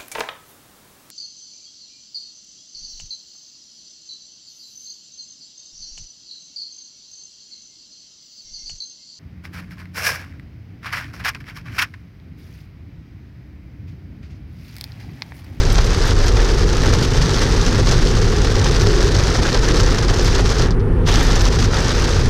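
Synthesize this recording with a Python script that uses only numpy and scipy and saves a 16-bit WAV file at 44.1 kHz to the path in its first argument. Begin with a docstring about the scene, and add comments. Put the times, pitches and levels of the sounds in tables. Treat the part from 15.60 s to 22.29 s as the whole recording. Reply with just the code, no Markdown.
"""Heavy rain sizzling on the windshield, close to a microphone on the dashboard of a car at highway speed.
Thousands of drops tick on the glass and patter on roof and bonnet, over the rumble of the road below.
The wipers sweep once. An overpass shuts the rain off for a third of a second and throws back the hiss
of the wet tyres; water pouring off its far edge slaps the car, and the rain is back."""
import sys
import numpy as np
from scipy import signal
from scipy.fft import rfft, irfft
from scipy.io import wavfile
from scipy.ndimage import uniform_filter1d

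SR = 44100
rng = np.random.default_rng(int(sys.argv[2]) if len(sys.argv) > 2 else 0)


def to_wav(sig):
    """Store sig (one row per channel, or 1-D mono) as 16-bit WAV at the path in sys.argv[1].

    Samples outside -1..1 are clipped; the rate is SR.
    """
    pcm = np.clip(np.atleast_2d(sig), -1, 1) * 32767
    pcm = np.round(pcm).astype(np.int16)
    wavfile.write(sys.argv[1], SR, pcm.T)  # frames by channels


N = 295143
TIME = np.arange(N) / SR
CABIN_T60_S, BAND_LIMIT_HZ = 0.08, 15600


# spectra of drops on the glass, just ahead of the microphone: f/Hz, level/dB
GLASS_SPECTRUM = [(300, -29.5), (900, -8.5), (1800, -1.5), (2400, -3.5), (3400, 1), (5200, 3), (6200, -1),
                  (7200, -9), (9000, -17), (12000, -26.5), (13500, -25), (15500, -40), (20000, -70)]
CRACK_SPECTRUM = [(1000, -13), (3000, 3), (5000, 8), (6200, 8), (7300, -1), (9000, -9), (12000, -21),
                  (13800, -21), (15500, -29), (20000, -60)]
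CLICK_SPECTRUM = [(700, -14), (2000, -3), (5500, 6), (8500, 2), (12000, -3), (13800, -3), (15300, -11),
                  (20000, -45)]
# tiny bright ticks, against the rest of the rain: t/s, level/dB
TICK_LEVEL = [(0.4, -24), (2.0, -23), (3.1, -35), (4.0, -32), (4.8, -33), (5.7, -21), (6.1, -36)]

def windshield(gust):
    """Close up: a dense sizzle of small drops, sparser hard cracks, bright ticks and pitched taps."""
    sizzle = shower(1.72 * gust, per_s=2400, spread_db=2, ring_s=0.0012, cabin_db=-5.5, span=1900)
    cracks = shower(gust, per_s=170, spread_db=3, ring_s=0.002, cabin_db=-9)
    ticks = shower(0.5 * gust, per_s=110, spread_db=3.5, ring_s=0.0005, cabin_db=-3, spots=8)
    return (amp(-1) * unit(colour(sizzle, GLASS_SPECTRUM))
            + amp(-4) * unit(colour(cracks, CRACK_SPECTRUM))
            + level(TICK_LEVEL) * unit(colour(ticks, CLICK_SPECTRUM))
            + amp(-10.5) * glass_taps())


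def glass_taps(per_s=70, low_hz=1101, high_hz=1802, t60_s=0.058, spots=24):
    """Some drops make the glass ring briefly, each spot at a pitch of its own."""
    t = np.arange(SR // 8) / SR
    sizes = amp(3.8 * np.minimum(rng.exponential(1, N), 2.5))
    drops = sizes * arrivals(per_s)
    spot = rng.integers(0, spots, N)
    decay = amp(-60 * t / t60_s)
    rings = [np.sin(2 * np.pi * hz * t) * decay for hz in np.geomspace(low_hz, high_hz, spots)]
    return unit(sum(signal.oaconvolve(drops * (spot == k), ring)[:N] for k, ring in enumerate(rings)))


# spectra of taps and thuds on the bodywork, heard from inside: f/Hz, level/dB
PANEL_SPECTRUM = [(150, -31), (300, 0.5), (450, 2), (620, -3), (780, 0), (1000, -1.5), (1280, 0),
                  (1520, -1.5), (1850, -3), (2300, -8.5), (4000, -13.5), (9000, -49)]
THUD_SPECTRUM = [(110, -35.5), (240, -3), (420, -1), (540, 2), (750, -10), (2000, -31)]

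def panels(gust):
    """Farther off, on roof and bonnet: duller, longer taps and the thuds of heavy drops."""
    taps = shower(2 * gust, per_s=1600, spread_db=3.5, ring_s=0.0038, cabin_db=-5, span=1900)
    thuds = shower(1.4 * gust, per_s=110, spread_db=6.5, ring_s=0.0046, cabin_db=-10, spots=12)
    return amp(0.95) * unit(colour(taps, PANEL_SPECTRUM)) + amp(-7) * unit(colour(thuds, THUD_SPECTRUM))


def shower(surge_db, per_s, spread_db, ring_s, cabin_db, spots=32, span=2600):
    """Drops of many sizes land on many spots, harder during a surge."""
    sizes = amp(spread_db * np.minimum(rng.exponential(1, N), 3.4) + surge_db)
    drops = sizes * arrivals(per_s)
    flux = uniform_filter1d(drops ** 2, size=span, mode="wrap").clip(1e-4)
    drops /= np.sqrt(flux)  # the water flux evens out over `span` samples
    spot = rng.integers(0, spots, N)
    return sum(signal.oaconvolve(drops * (spot == k), impact(ring_s, cabin_db))[:N]
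               for k in range(spots))


def impact(ring_s, cabin_db, size=3072):
    """One spot struck: a short scatter of bending waves, then the cabin's quick reflections."""
    t = np.arange(size) / SR
    waves, echoes = rng.standard_normal((2, size))
    decay_s = ring_s * rng.uniform(0.51, 0.83)
    direct = unit(waves * np.exp(-t / decay_s))
    tail = unit(echoes * amp(-60 * t / CABIN_T60_S) * (1 - np.exp(-t / 0.002)))
    return unit(direct + amp(cabin_db) * tail)


def gusts(per_s=55, fade_s=0.0028, limit=2.4):
    """Quick surges of drops slap the car and die away, on glass and body together."""
    slaps = rng.uniform(0.97, 1, N) * arrivals(per_s)
    spray = signal.lfilter([1], [1, -np.exp(-1 / (fade_s * SR))], slaps)
    return limit * np.tanh(unit(spray - spray.mean()) / limit)


# thick sheets of spray on the car: start t/s, length/s, swell on glass/dB, swell on body/dB
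SPRAY_SHEETS = [(0.183, 0.011, 3, 9.5), (0.3, 0.055, 1, 2.5), (0.442, 0.083, 2, 2.5),
                (0.655, 0.061, 3, 2.5), (0.761, 0.047, 1, 4), (0.87, 0.015, 1, 6), (1.228, 0.067, 2, 3.5),
                (1.325, 0.027, 4.5, 5), (1.422, 0.032, 4, -1), (1.614, 0.04, 1.5, 0.5),
                (1.74, 0.056, 2, 0.5), (1.809, 0.014, 6.5, 3.5), (2.062, 0.023, 3.5, 1),
                (2.266, 0.078, 5, 3), (2.445, 0.066, 1.5, -1), (2.842, 0.032, 4, 1),
                (3.031, 0.021, 1.5, 1.5), (3.052, 0.026, 4, 5), (3.132, 0.043, 2, 1.5),
                (3.207, 0.025, 3.5, 0.5), (3.66, 0.028, 1, 1), (3.746, 0.014, 3, 3), (3.84, 0.05, 1, 4),
                (3.915, 0.06, 1, 3.5), (4.03, 0.019, 3.5, 4), (4.08, 0.019, 3, 4), (4.163, 0.045, 3.5, 1.5),
                (4.483, 0.025, 0.5, 4), (4.59, 0.017, -3, 1.5), (4.652, 0.037, 2.5, 3),
                (4.747, 0.013, 5, 6.5), (4.785, 0.016, 1.5, 6), (4.849, 0.013, 2.5, 4), (4.89, 0.028, 2, 2),
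                (4.994, 0.042, 2, 2.5), (5.484, 0.014, 3.5, 4), (5.538, 0.044, 2.5, 2),
                (5.603, 0.015, 0, 4.5), (5.748, 0.027, 2, 3), (5.845, 0.03, 2, 1.5),
                (5.982, 0.061, 3, -1.5), (6.133, 0.071, 0.5, 3), (6.275, 0.032, 1.5, 1.5)]

def sheets(attack_s=0.0045, release_s=0.0045):
    """Each sheet lands at once, holds and drains away: gains for the glass and for the body."""
    swell_db = np.zeros((2, N))
    t = np.arange(SR // 2) / SR
    for start, length, glass_db, body_db in SPRAY_SHEETS:
        slap = np.minimum(t / attack_s, 1) * np.exp(-np.maximum(t - length, 0) / release_s)
        add(swell_db[0], start, glass_db * slap)
        add(swell_db[1], start, body_db * slap)
    return amp(swell_db)


# underlying strength of the rain outside: t/s, level/dB
RAIN_LEVEL = [(0, -30.5), (1.0, -30), (1.8, -28.5), (2.1, -29), (2.4, -29.5), (2.7, -30.5), (3.6, -28),
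              (5.0, -29.5), (5.55, -27.5), (6.0, -28.5), (6.5, -27.5), (6.69, -32.5)]
# thin gaps in the rain: middle t/s, length/s, dip/dB
RAIN_LULLS = [(0.546, 0.046, -6.5), (0.728, 0.078, -6), (1.057, 0.042, -5.5), (1.377, 0.026, -1.5),
              (1.49, 0.095, -3.5), (2.242, 0.084, -3), (3.108, 0.033, -2.5), (3.253, 0.026, -5),
              (3.505, 0.036, -4), (3.808, 0.046, -3.5), (3.913, 0.021, -7), (3.997, 0.066, -5),
              (4.466, 0.045, -7), (4.835, 0.049, -3.5), (5.902, 0.037, -7.5), (5.98, 0.019, -10),
              (6.098, 0.11, -5.5)]

def rain_strength(flutter_db=0.88, flutter_hz=29.6):
    """The downpour sags in each lull and flutters at random."""
    dips_db = sum(db * np.cos(np.pi * np.clip((TIME - middle) / length, -0.5, 0.5)) ** 2
                  for middle, length, db in RAIN_LULLS)
    return level(RAIN_LEVEL) * amp(dips_db + flutter_db * waver(flutter_hz))


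# fat drops on the glass, close to the microphone: t/s, peak level/dB, treble edge f/Hz
FAT_DROPS = [(0.1820, -8, 8000), (0.422, -18, 9000), (0.5087, -11, 9000), (1.3862, -13, 8000),
             (1.7426, -16, 8000), (1.785, -13, 12000), (2.061, -12, 9000), (2.271, -14.5, 12000),
             (2.4723, -10, 8000), (2.5515, -14, 9000), (2.7869, -16, 9000), (3.044, -15, 8000),
             (3.0662, -11, 9000), (3.2702, -9, 11000), (3.4273, -11, 11000), (3.5663, -9.5, 9000),
             (3.671, -14, 9000), (3.7468, -12, 11000), (3.929, -10, 12000), (3.9742, -12, 6500),
             (4.1595, -11, 12000), (4.234, -11, 13000), (4.4835, -11.5, 8000), (4.595, -11, 6000),
             (4.661, -13, 12000), (4.8928, -13, 9000), (4.9975, -15, 9000), (5.022, -11, 11000),
             (5.1074, -17, 8000), (5.112, -21, 6000), (5.123, -28, 5000), (5.197, -35, 4500),
             (5.204, -29, 4000), (5.4733, -28, 7040), (5.7121, -11, 9000), (6.1716, -16, 9000),
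             (6.3073, -11, 8000)]

def fat_drops():
    """Single fat drops crack on the glass and thump it a little."""
    out = np.zeros(N)
    for start, db, edge_hz in FAT_DROPS:
        blow = signal.lfilter(*signal.butter(2, edge_hz, fs=SR), impact(ring_s=0.0021, cabin_db=-6))
        hit = (unit(colour(blow, GLASS_SPECTRUM))
               + amp(-2.5) * unit(colour(blow, PANEL_SPECTRUM))
               + amp(-31) * unit(colour(blow, CLICK_SPECTRUM)))
        add(out, start, amp(db) * hit / abs(hit).max())
    return out


# small fast drops, just as close: t/s, peak level/dB
FAST_DROPS = [(0.1275, -18), (0.249, -19), (0.2615, -20), (0.3785, -22), (0.454, -21), (0.474, -17),
              (0.662, -20), (1.238, -22), (1.4305, -19), (3.1173, -22), (3.235, -20), (4.350, -23),
              (4.631, -19), (4.646, -19), (4.676, -20), (5.632, -20), (5.686, -24), (5.820, -23)]

def fast_drops():
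    """Small fast drops burst on the glass with a short, bright spit."""
    out = np.zeros(N)
    for start, db in FAST_DROPS:
        spit = colour(impact(ring_s=0.00049, cabin_db=-5), CLICK_SPECTRUM)
        add(out, start, amp(db) * spit / abs(spit).max())
    return out


ENTER_S, LEAVE_S = 5.042, 5.469  # the windshield is under the overpass

def overpass(lag_s, fade_db_per_s=300, return_db_per_s=1400):
    """Gain of the rain: it dies away under the bridge and is back at once on leaving."""
    fade_db = np.maximum(TIME - ENTER_S - lag_s, 0) * fade_db_per_s
    return_db = np.maximum(LEAVE_S - TIME, 0) * return_db_per_s
    return amp(-np.minimum(fade_db, return_db))


# spectrum of water pouring off the bridge's far edge: f/Hz, level/dB
SPLASH_SPECTRUM = [(400, -30), (800, 6.5), (1600, -11), (2500, 0), (3500, 2), (5500, -14), (7500, -20),
                   (11000, -22), (16000, -34)]

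def runoff(gust, near_db_per_s=112, slap_db_per_s=1400, hold_s=0.069, fade_db_per_s=50):
    """A curtain of water splashes ahead, draws near, then slaps the car as it leaves the overpass."""
    drops = shower(0.5 * gust, per_s=3000, spread_db=2, ring_s=0.0015, cabin_db=-3, spots=12, span=900)
    since_exit = TIME - LEAVE_S
    ahead_db = -19 + since_exit * near_db_per_s
    rise_db = np.maximum(ahead_db, since_exit * slap_db_per_s)
    fall_db = (hold_s - since_exit) * fade_db_per_s
    envelope_db = np.minimum(rise_db, fall_db).clip(max=0)
    return amp(-27.5 + envelope_db) * unit(colour(drops, SPLASH_SPECTRUM))


# wiper blades, just across the glass from the microphone: t/s, level/dB
WIPER_LEVEL = [(2.4, -43), (3.15, -36), (3.28, -21), (3.48, -21.5), (3.58, -42)]

def wipers():
    """Blades on wet glass: a soft whirr, strongest as they come back down."""
    whirr = noise([(220, -29), (345, -1.5), (420, 3), (500, -19), (700, -47), (3000, -70)])
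    return level(WIPER_LEVEL) * whirr


# the body's rumble, all around the microphone: t/s, level/dB
RUMBLE_LEVEL = [(0.1, -10.5), (0.5, -12.5), (1.4, -14.8), (2.7, -14.5), (3.6, -15.5), (4.7, -13.5),
                (6.69, -15)]
# its spectrum: f/Hz, level/dB
RUMBLE_SPECTRUM = [(8, -36), (18, -7.5), (27, -0.5), (34, -7), (43, 1.5), (52, -6.5), (62, -10), (85, -18),
                   (160, -81)]

def body_rumble():
    """The road shakes the car's body in the deep bass."""
    return level(RUMBLE_LEVEL) * noise(RUMBLE_SPECTRUM)


# coarseness of the pavement below: t/s, drone level/dB, roar level/dB
PAVEMENT = [(0.4, -20.5, -27), (0.8, -22.5, -24), (1.3, -16.5, -23.7), (1.6, -15.5, -26.5),
            (1.95, -21.5, -25), (2.25, -17.5, -24), (3.3, -19, -25), (4.2, -19.5, -23), (5.0, -19, -25),
            (5.7, -19.5, -26), (6.69, -19, -26)]
# spectra of the tyres, heard from inside: f/Hz, level/dB
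DRONE_SPECTRUM = [(40, -25), (62, -8), (82, -4.5), (99, 2.5), (118, -3.5), (165, -8.5), (210, -19.5),
                  (300, -31), (600, -94)]
ROAR_SPECTRUM = [(120, -15), (210, -3.5), (290, -4), (350, 1), (405, 1.5), (440, 0.5), (495, -1.5),
                 (600, -17), (900, -30), (2000, -70)]

def tyres(patch_db=1.32, patch_hz=12):
    """Rolling tyres give a low drone and a roar that wavers with patches in the pavement."""
    drone = level(PAVEMENT, column=1) * noise(DRONE_SPECTRUM)
    patches = amp(patch_db * waver(patch_hz))
    roar = level(PAVEMENT, column=2) * patches * noise(ROAR_SPECTRUM)
    return drone + roar


# boom in the cabin: t/s, level/dB
BOOM_LEVEL = [(0.2, -36), (0.9, -36.5), (1.9, -25.5), (2.8, -33), (4.6, -33), (5.5, -26.5), (6.69, -28.5)]
# its two resonances: f/Hz, level/dB
BOOM_SPECTRUM = [(135, -33), (165, -0.5), (200, -13.5), (230, -10), (245, -1), (262, -4.5), (310, -42)]

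def cabin_boom():
    """Some stretches of pavement, as beyond the bridge, excite the cabin's resonances more."""
    return level(BOOM_LEVEL) * noise(BOOM_SPECTRUM)


# spectrum of the wind outside the cabin: f/Hz, level/dB
WIND_SPECTRUM = [(300, -12), (700, 0), (1200, 0), (1850, -6), (2150, -12), (2800, -15), (3700, -24),
                 (5500, -28), (7200, -36), (9500, -28), (11000, -35), (13000, -44), (15000, -56)]

def wind():
    """Air rushes steadily past the car."""
    return amp(-36.5) * noise(WIND_SPECTRUM)


# tyre hiss off the bridge overhead: t/s, level/dB
ECHO_LEVEL = [(4.95, -65), (5.15, -42), (5.44, -43), (5.6, -65)]
# its spectrum: f/Hz, level/dB
ECHO_SPECTRUM = [(400, -4), (900, 5), (1800, -2), (2400, -10), (4000, -29), (7000, -45)]

def bridge_echo():
    """A faint hiss swells while the bridge throws back the sound of the wet tyres."""
    return level(ECHO_LEVEL) * noise(ECHO_SPECTRUM)


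def amp(db):
    """Decibels to gain."""
    return 10 ** (np.asarray(db) / 20)


def unit(x):
    """Scales to rms 1."""
    return x / np.sqrt(np.mean(x ** 2) + 1e-20)


def arrivals(per_s):
    """Marks random samples, per_s a second on average."""
    return rng.random(N) < per_s / SR


def level(rows, column=1):
    """One dB column of a curve as a gain for every sample."""
    rows = np.asarray(rows)
    return amp(np.interp(TIME, rows[:, 0], rows[:, column]))


def bin_gains(points, size):
    """An (f/Hz, level/dB) spectrum as gains on FFT bins, silent above its last point."""
    hz, db = np.transpose(points)
    bin_hz = np.fft.rfftfreq(size, 1 / SR)
    return amp(np.interp(np.log(bin_hz + 1), np.log(hz), db, right=-110))


def noise(points):
    """Steady noise with a given spectrum, rms 1."""
    return unit(irfft(rfft(rng.standard_normal(N)) * bin_gains(points, N), N))


def waver(hz):
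    """Random unevenness around a given rate, rms 1."""
    ratio = np.fft.rfftfreq(N, 1 / SR) / hz
    return unit(irfft(rfft(rng.standard_normal(N)) * ratio * np.exp(-ratio ** 2), N))


def colour(x, points, size=2048):
    """Minimum-phase filter, so that attacks stay sharp."""
    log_gain = np.log(bin_gains(points, size))
    mirrored = np.concatenate([log_gain, log_gain[-2:0:-1]])
    response = np.exp(np.conj(signal.hilbert(mirrored)))
    return signal.oaconvolve(x, np.fft.ifft(response).real)[:len(x)]


def add(mix, start_s, sound):
    """Mixes a sound in at start_s."""
    part = mix[round(start_s * SR):][:len(sound)]
    part += sound[:len(part)]


def bass_limiter(x, below_hz=70, limit_db=-16, squeeze=0.35):
    """The recorder holds down the biggest swells of rumble."""
    bass = signal.sosfiltfilt(signal.butter(4, below_hz, fs=SR, output="sos"), x)
    bass_db = 10 * np.log10(uniform_filter1d(bass ** 2, size=2200).clip(1e-9))
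    over_db = uniform_filter1d(np.maximum(bass_db - limit_db, 0), size=1000)
    return x + bass * (amp(-squeeze * over_db) - 1)


def scene():
    """Everything as it reaches one microphone on the dashboard."""
    gust = gusts()
    glass_swell, body_swell = sheets()
    strength = rain_strength()
    glass = overpass(lag_s=0) * glass_swell * windshield(gust)
    body = overpass(lag_s=0.036) * body_swell * panels(gust)  # the roof finds shelter just after
    water = strength * (glass + body) + runoff(gust) + fat_drops() + fast_drops()
    road = body_rumble() + tyres() + cabin_boom()
    return (water + road + wind() + bridge_echo() + wipers())[None]


def record(dry):
    """The recorder limits the bass, rounds off peaks and cuts the highest treble."""
    x = bass_limiter(dry)
    knee, headroom = 0.58, 0.3
    excess = np.maximum(abs(x) - knee, 0)
    rounded = np.sign(x) * (np.minimum(abs(x), knee) + headroom * np.tanh(excess / headroom))
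    lowpass = signal.firwin(511, BAND_LIMIT_HZ, window=("kaiser", 9), fs=SR)
    return signal.oaconvolve(rounded, lowpass[None], "same")


dry = scene()
out = record(dry)
to_wav(out)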